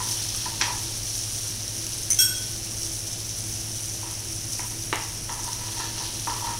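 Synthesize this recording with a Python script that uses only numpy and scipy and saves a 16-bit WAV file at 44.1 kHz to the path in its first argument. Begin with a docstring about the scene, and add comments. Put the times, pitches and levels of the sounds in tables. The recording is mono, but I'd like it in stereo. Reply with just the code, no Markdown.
"""Butter sizzling in a pan

A small kitchen, heard from near the stove on a phone whose two microphone ports each colour the treble.
An exhaust fan hums while bubbles burst in the butter in a nonstick pan. A knife taps butter off against
the pan and is laid on a steel plate, which rings; then a plastic spatula stirs and knocks."""
import sys
import numpy as np
from scipy import signal
from scipy.fft import rfft, irfft, next_fast_len
from scipy.io import wavfile
from scipy.ndimage import uniform_filter1d

SR = 44100
rng = np.random.default_rng(int(sys.argv[2]) if len(sys.argv) > 2 else 0)


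def int16_out(signal):
    """Quantize to a 16-bit WAV file."""
    q = np.round(np.clip(np.atleast_2d(signal).T, -1, 1) * 32767)
    wavfile.write(sys.argv[1], SR, q.astype(np.int16))


N = 290927


def amp(db):
    return 10 ** (np.asarray(db) / 20)


def unit(x):
    return x / np.sqrt(np.mean(x ** 2) + 1e-20)


def read(points, hz):
    """A curve through the points, straight on a log frequency axis."""
    f, value = np.transpose(points)
    return np.interp(np.log(hz + 1), np.log(f), value)


def add(mix, start_s, sound):
    part = mix[:, max(round(start_s * SR), 0):][:, :sound.shape[1]]
    part += sound[:, :part.shape[1]]


def convolve(x, response):
    return signal.oaconvolve(np.atleast_2d(x), np.atleast_2d(response), axes=1)[:, :x.shape[-1]]


def colour(x, points, size=4096):
    """Causal filter with the given spectrum."""
    log_gain = np.log(amp(read(points, abs(np.fft.fftfreq(size, 1 / SR)))))
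    minimum_phase = np.exp(np.conj(signal.hilbert(log_gain)))
    return convolve(x, np.fft.ifft(minimum_phase).real[:size // 2])


def band(x, hz, q):
    """One broad resonance of gain 1."""
    return signal.lfilter(*signal.iirpeak(min(hz, .45 * SR), max(q, hz / SR * 2.5), SR), x)


def drift(hz):
    """A slow random wander of rms 1, rolling off above hz."""
    size = next_fast_len(N)
    f = np.fft.rfftfreq(size, 1 / SR)
    return unit(irfft(rfft(rng.standard_normal(size)) / (1 + (f / hz) ** 4), size)[:N])


def burst(t60, size=8192):
    """Dying noise of energy 1 at each port."""
    noise = rng.standard_normal((2, size)) * amp(-60 * np.arange(size) / SR / t60)
    return noise / np.linalg.norm(noise, axis=1, keepdims=True)


def ringing(modes, size, damping_db=0):
    """Struck metal: dying modes that reach each port in a different phase."""
    t = np.arange(size) / SR
    return sum(amp(db - 60 * t / t60 * amp(damping_db))
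               * np.sin(2 * np.pi * (hz * t + rng.random((2, 1)))) for hz, db, t60 in modes)


def kitchen(x, wet_db, size=20000):
    """Adds the dense echoes of counter and walls, each band dying at its own speed."""
    # The room's decay. Each row: frequency in Hz, t60 in seconds.
    decay = [(200, 0.067), (1000, 0.4), (4000, 0.42), (9000, 0.53), (16000, 0.47)]
    echoes = rng.standard_normal((2, size)) * (rng.random((2, size)) < .1)
    hz, t, bands = signal.stft(echoes, SR, nperseg=256)
    tail = signal.istft(bands * amp(-60 * t / read(decay, hz)[:, None]), SR, nperseg=256)[1]
    tail[:, :SR // 300] = 0  # the gap before the first echo
    return x + amp(wet_db) * convolve(x, tail / np.linalg.norm(tail, axis=1, keepdims=True))


def fan():
    """The exhaust fan: wavering blade tones beat against the motor's hum over the rush of air."""
    # Shaft, blade and mains tones. Each row: frequency in Hz, rms level in dB, waver from 0 to 1.
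    tones = [(22.15, -55, 0), (45.5, -53, 0.55), (67.2, -58, 1), (98.9, -47, 0.21), (110.2, -42, 0.1),
             (230.3, -58, 0.77), (330.6, -51.5, 0.8)]
    # The rush of air. Each row: frequency in Hz, relative level in dB.
    air_spectrum = [(15, -5), (45, 2.5), (80, -3.5), (120, -0.5), (170, -6), (250, -9.5), (400, -10.5),
                    (700, -11), (1100, -18), (3000, -13.5), (12000, -66)]
    # How alike the air is at the two ports. Each row: frequency in Hz, correlation.
    air_likeness = [(150, 1), (300, 0.98), (500, 0.23), (900, -0.12), (2000, -0.16)]
    t = np.arange(N) / SR
    hum = np.zeros(N)
    for hz, db, waver in tones:
        sway = (1 - waver) + waver * (drift(3.2) + 1j * drift(9.1)) / np.sqrt(2)
        hum += amp(db) * unit((sway * np.exp(2j * np.pi * (hz * t + rng.random()))).real)
    size = next_fast_len(N)
    f = np.fft.rfftfreq(size, 1 / SR)
    left, unrelated = rfft(rng.standard_normal((2, size)))
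    likeness = np.clip(read(air_likeness, f), -1, 1)
    right = likeness * left + np.sqrt(1 - likeness ** 2) * unrelated
    air = irfft(np.array([left, right]) * amp(read(air_spectrum, f)), size)[:, :N]
    return hum + amp(-40.5) * unit(air)


def chatter(count=5, slowing=1.2, fade_db_per_s=220):
    """The knife rocks as it lands: each gap is longer than the last, each touch weaker."""
    # The knife set down, tip first. Each row: start and first gap in seconds, knife and plate gain in dB.
    landings = [(2.1035, 0.0078, -20.5, -60), (2.189, .0145, -25.5, -13.5)]
    touches = []
    for s, gap_s, knife_db, ring_db in landings:
        for k in range(count):
            delay = gap_s * sum(slowing ** j for j in range(k))
            fade_db = fade_db_per_s * delay
            touches.append((s + delay, knife_db - fade_db, ring_db - fade_db))
    return touches


def knife(touches):
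    """The blade rings, clatters and ticks at every touch of steel on steel."""
    # The blade's modes. Each row: frequency in Hz, relative level in dB, t60 in seconds.
    blade_modes = [(2190, -8.5, 0.024), (6160, 6.5, 0.03), (6070, -5, .13), (6750, -7, .08),
                   (9380, -4, .08), (9650, -8, .05), (12200, -18, 0.054)]
    out = np.zeros((2, N))
    for s, db, _ in touches:
        add(out, s, amp(db - 1.5) * ringing(blade_modes, size=SR))
        add(out, s, amp(db + 26.5) * band(burst(t60=.019), hz=8100, q=2))
        add(out, s, amp(db + 13) * burst(t60=.003))
    return kitchen(out, wet_db=-9)


def plate(touches):
    """The knife's touches add energy to the steel plate's modes, each a close pair that beats."""
    # Each row: frequency in Hz, relative level in dB, t60 in seconds, left minus right in dB, beat in Hz.
    modes = [(1502, -15, .65, -5, 19), (2643, -23, .3, -8, 9), (3284, -9, .56, -1, 7),
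             (5545, -7.5, .29, 1, 30), (6390, -21, .42, -1, 12), (6900, -18, .42, -6, 6),
             (8000, -23, .25, -6, 31), (8338, -9.5, .35, -6, 21), (8900, -24, .3, -4, 70),
             (11615, -13, .32, -2, 16), (12088, -18.5, .27, -10, 8), (12700, -23, .2, -4, 110),
             (15100, -18, .25, -2, 40), (15380, -18, .25, -2, 55)]
    t = np.arange(SR) / SR
    start = touches[0][0]

    def swing(t60):
        """Size of a mode's swing; each touch takes a few ms to spread through the plate."""
        energy = sum((t >= s - start) * amp(db - 60 * abs(t + start - s) / t60) ** 2
                     for s, _, db in touches)
        return uniform_filter1d(np.sqrt(energy), size=260)

    ring = np.zeros((2, N))
    jitter = rng.standard_normal((len(modes), 2, SR))
    rocking = unit(uniform_filter1d(uniform_filter1d(jitter, size=900), size=900))
    for (hz, db, t60, side_db, beat_hz), rock in zip(modes, rocking):
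        phase = 2 * np.pi * hz * t + 1.24 * rock  # the rocking knife loads each mode unevenly
        tone = np.sin(phase + np.array([[0], [np.pi / 2]]))
        twin = .45 * np.sin(phase + 2 * np.pi * (beat_hz * t + rng.random((2, 1))))
        gain = amp(db + side_db * np.array([[.5], [-.5]]) + .5 * rock[::-1])
        add(ring, start, gain * swing(t60) * (tone + twin))
    # the crowd of weak high modes
    shimmer = unit(band(band(rng.standard_normal((2, SR)), hz=9900, q=.45), hz=9900, q=.45))
    add(ring, start, amp(-12.5) * swing(t60=.32) * shimmer)
    return kitchen(ring, wet_db=-10)


def pan_response(damping_db, crack_db, crack_t60, size=16384):
    """The pan rings; a pressed blade shortens its modes and leaves more of the contact's crack."""
    # The pan's modes. Each row: frequency in Hz, relative level in dB, t60 in seconds before damping.
    modes = [(330, -10, .15), (385, -11, .12), (860, -5, .1), (925, 1.5, .15), (995, .5, .14),
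             (1190, -9, .07), (1350, -4.5, .05), (1450, -8, .05), (1690, -5, .08), (1760, -3, .1),
             (1917, -6, .12), (2650, -9, .06), (3130, -8, .06), (3290, -7, .07), (4150, -9, .06),
             (4480, -6, .07), (5600, -7, .05), (5850, -6, .05)]
    # The dense crack. Each row: frequency in Hz, relative level in dB.
    crack_spectrum = [(120, -6), (300, 14), (600, -3.5), (900, 2.5), (1500, -3.5), (2300, 2), (4400, -5.5),
                      (6000, -10), (7500, -9), (15000, -47)]
    ring = ringing(modes, size, damping_db)
    crack = colour(burst(crack_t60, size), crack_spectrum)
    return ring + amp(crack_db + damping_db) * crack


def contact(x, hz, dull_hz=920, dull_q=2.1, hard_q=.73):
    """A soft contact has a narrow spectrum; a harder one is brighter and wider."""
    return band(x, hz, max(dull_q * (dull_hz / hz) ** 2.6, hard_q))


def blow(db, hz, damping_db):
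    """One knock rings the pan."""
    return amp(db - 2.5) * contact(pan_response(damping_db, crack_db=31.5, crack_t60=.012), hz)


def pressure(start, length, db, grip_s=.037, release_db_per_s=139):
    """A stroke takes hold, keeps its pressure, then eases off."""
    t = np.arange(N) / SR - start
    return np.clip(t / grip_s, 0, 1) * amp(db - release_db_per_s * np.maximum(t - length, 0))


def utensils():
    """Knife and spatula drive the pan with knocks and with the stick-slip grains of dragging."""
    # Each row: start in seconds, relative level in dB, spectral centre in Hz, damping in dB.
    blows = [(.003, -29, 1080, 1), (.456, -26.5, 970, 4), (.605, -31.5, 1600, -2), (.6125, -17, 3800, 2.5),
             (.6207, -21, 3200, 3.5), (4.03, -35, 854, 6), (4.594, -32.5, 1250, 5),
             (4.9279, -19.5, 1290, 7), (5.294, -29.5, 1040, 8.5), (5.478, -30.5, 890, 2.5),
             (5.799, -28.5, 1000, -1), (6.2727, -18.5, 850, 4), (6.298, -28, 930, 6),
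             (6.47, -27, 950, -4.5)]
    # Drags over the pan. Each row: start and length in seconds, level in dB, spectral centre in Hz.
    strokes = [(0, .1, -47.5, 1050), (0.606, 0.088, -33.5, 1050), (4.023, .06, -45.5, 1200),
               (4.606, .07, -45.5, 1300), (4.95, .06, -39.5, 1400), (5.28, 0.049, -37, 1070),
               (5.396, 0.076, -43, 1050), (5.58, 0.23, -46.5, 1500), (5.757, 0.056, -37, 3000),
               (5.947, 0.034, -36, 1170), (6.266, .12, -37, 1020), (6.418, 0.054, -35, 1070)]
    knocks = np.zeros((2, N))
    for s, db, hz, damping_db in blows:
        add(knocks, s, blow(db, hz, damping_db))
        add(knocks, s + .064, blow(db - 17.5, hz=960, damping_db=6))  # the pan rocks back on its support
    slips = (rng.random(N) < 500 / SR) * rng.standard_normal(N)
    scrape = convolve(slips, pan_response(damping_db=5.5, crack_db=25.5, crack_t60=.023))
    drag = sum(unit(contact(scrape, hz)) * pressure(s, length, db) for s, length, db, hz in strokes)
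    return kitchen(knocks + drag, wet_db=1)


def pops(per_s, spread_db, clump_db, low_hz, high_hz, q, pitches, left_lag=18):
    """Bubbles burst in clumps; each size has its own pitch and its own short paths to the two ports."""
    direct = np.array([signal.unit_impulse(256, left_lag), signal.unit_impulse(256)])
    out = np.zeros((2, N))
    count = int(per_s / pitches * N / SR)
    for hz in np.linspace(low_hz, high_hz, pitches):
        spread = spread_db * (1 - .5 * hz / high_hz)  # the smallest bubbles are the most alike
        signs = rng.choice([-1, 1], count)
        strengths = amp(spread * np.minimum(rng.exponential(1, count), 4.2))
        train = np.bincount(rng.integers(0, N, count), signs * strengths, N)
        paths = amp(-10.5) * direct + burst(t60=.0017, size=256)  # with reflections off the pan
        pop = unit(band(band(paths, hz, q), hz, q))
        out += convolve(unit(train), pop)
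    return out * amp(clump_db * drift(hz=28))


def boil(settled_db, fresh_db, stirred_db, surge_db, settle_s=2.95, stir_from_s=5.03, stir_rise_s=.7):
    """Fresh butter boils hardest and settles as its water goes; stirring onto hot metal revives it."""
    t = np.arange(N) / SR
    freshness = np.exp(-t / settle_s)
    stirring = np.clip((t - stir_from_s) / stir_rise_s, 0, 1)
    return amp(settled_db + fresh_db * freshness + stirred_db * stirring + surge_db * drift(hz=3.3))


def sizzle():
    """The butter foams: fine fizz over the hiss of countless tiny bursts, larger bubbles, a few spits."""
    # Spectra of the fine and the larger bubbles. Each row: frequency in Hz, relative level in dB.
    fizz_spectrum = [(1000, -28.5), (2500, -12), (4000, -3.5), (5800, 1.1), (7600, -2), (10000, -3),
                     (11300, -6), (13000, -9), (15500, -8.5)]
    bubble_spectrum = [(300, -20), (700, -5), (1300, -6.5), (2200, -7), (3200, 3.5), (4500, 3), (7000, 1),
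                       (14000, 16)]
    # Single drops of water that spit. Each row: start in seconds, relative level in dB.
    drops = [(1.8667, -18), (2.033, -25), (2.832, -15.5), (3.293, -22), (4.957, -15), (5.445, -19),
             (5.532, -21)]
    grains = pops(per_s=5000, spread_db=4.5, clump_db=1.7, low_hz=2620, high_hz=15900, q=1.7, pitches=28)
    hiss = amp(-3) * rng.standard_normal((2, N))
    fizz = unit(colour(unit(grains) + hiss, fizz_spectrum))
    large = pops(per_s=2500, spread_db=3, clump_db=1, low_hz=474, high_hz=5360, q=2.85, pitches=14)
    bubbles = unit(colour(large, bubble_spectrum))
    fizz *= boil(settled_db=-38.5, fresh_db=4, stirred_db=.1, surge_db=.7)
    bubbles *= boil(settled_db=-50, fresh_db=12.5, stirred_db=8, surge_db=.96)
    spits = np.zeros((2, N))
    for s, db in drops:
        add(spits, s, amp(db + 19.5) * band(burst(t60=.004), hz=6000, q=3))
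    return kitchen(fizz + bubbles + spits, wet_db=-4)


def scene():
    """The kitchen as it reaches the phone."""
    touches = chatter()
    return fan() + knife(touches) + plate(touches) + utensils() + sizzle()


def record(dry):
    """The phone: each microphone port adds its own treble resonance, then a low-pass cuts the top."""
    # The ports' responses. Each row: frequency in Hz, gain in dB.
    left_port = [(400, 0), (2000, -1.5), (3000, -1.3), (4400, 1.7), (5100, 5), (5700, 12), (6100, 11.7),
                 (6500, 8.5), (7200, 2), (8200, -1.5), (9600, -5), (12000, -4), (15000, -.5)]
    right_port = [(400, 0), (2000, 1.5), (3000, 2.2), (6000, 1), (7600, 2), (9100, 9), (10000, 10),
                  (11300, 5.5), (15000, .3)]
    heard = np.vstack([colour(dry[0], left_port), colour(dry[1], right_port)])
    low_pass = signal.firwin(511, cutoff=15800, window=("kaiser", 9), fs=SR)
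    return signal.oaconvolve(heard, low_pass[None], "same", axes=1)


dry = scene()
out = record(dry)
int16_out(out)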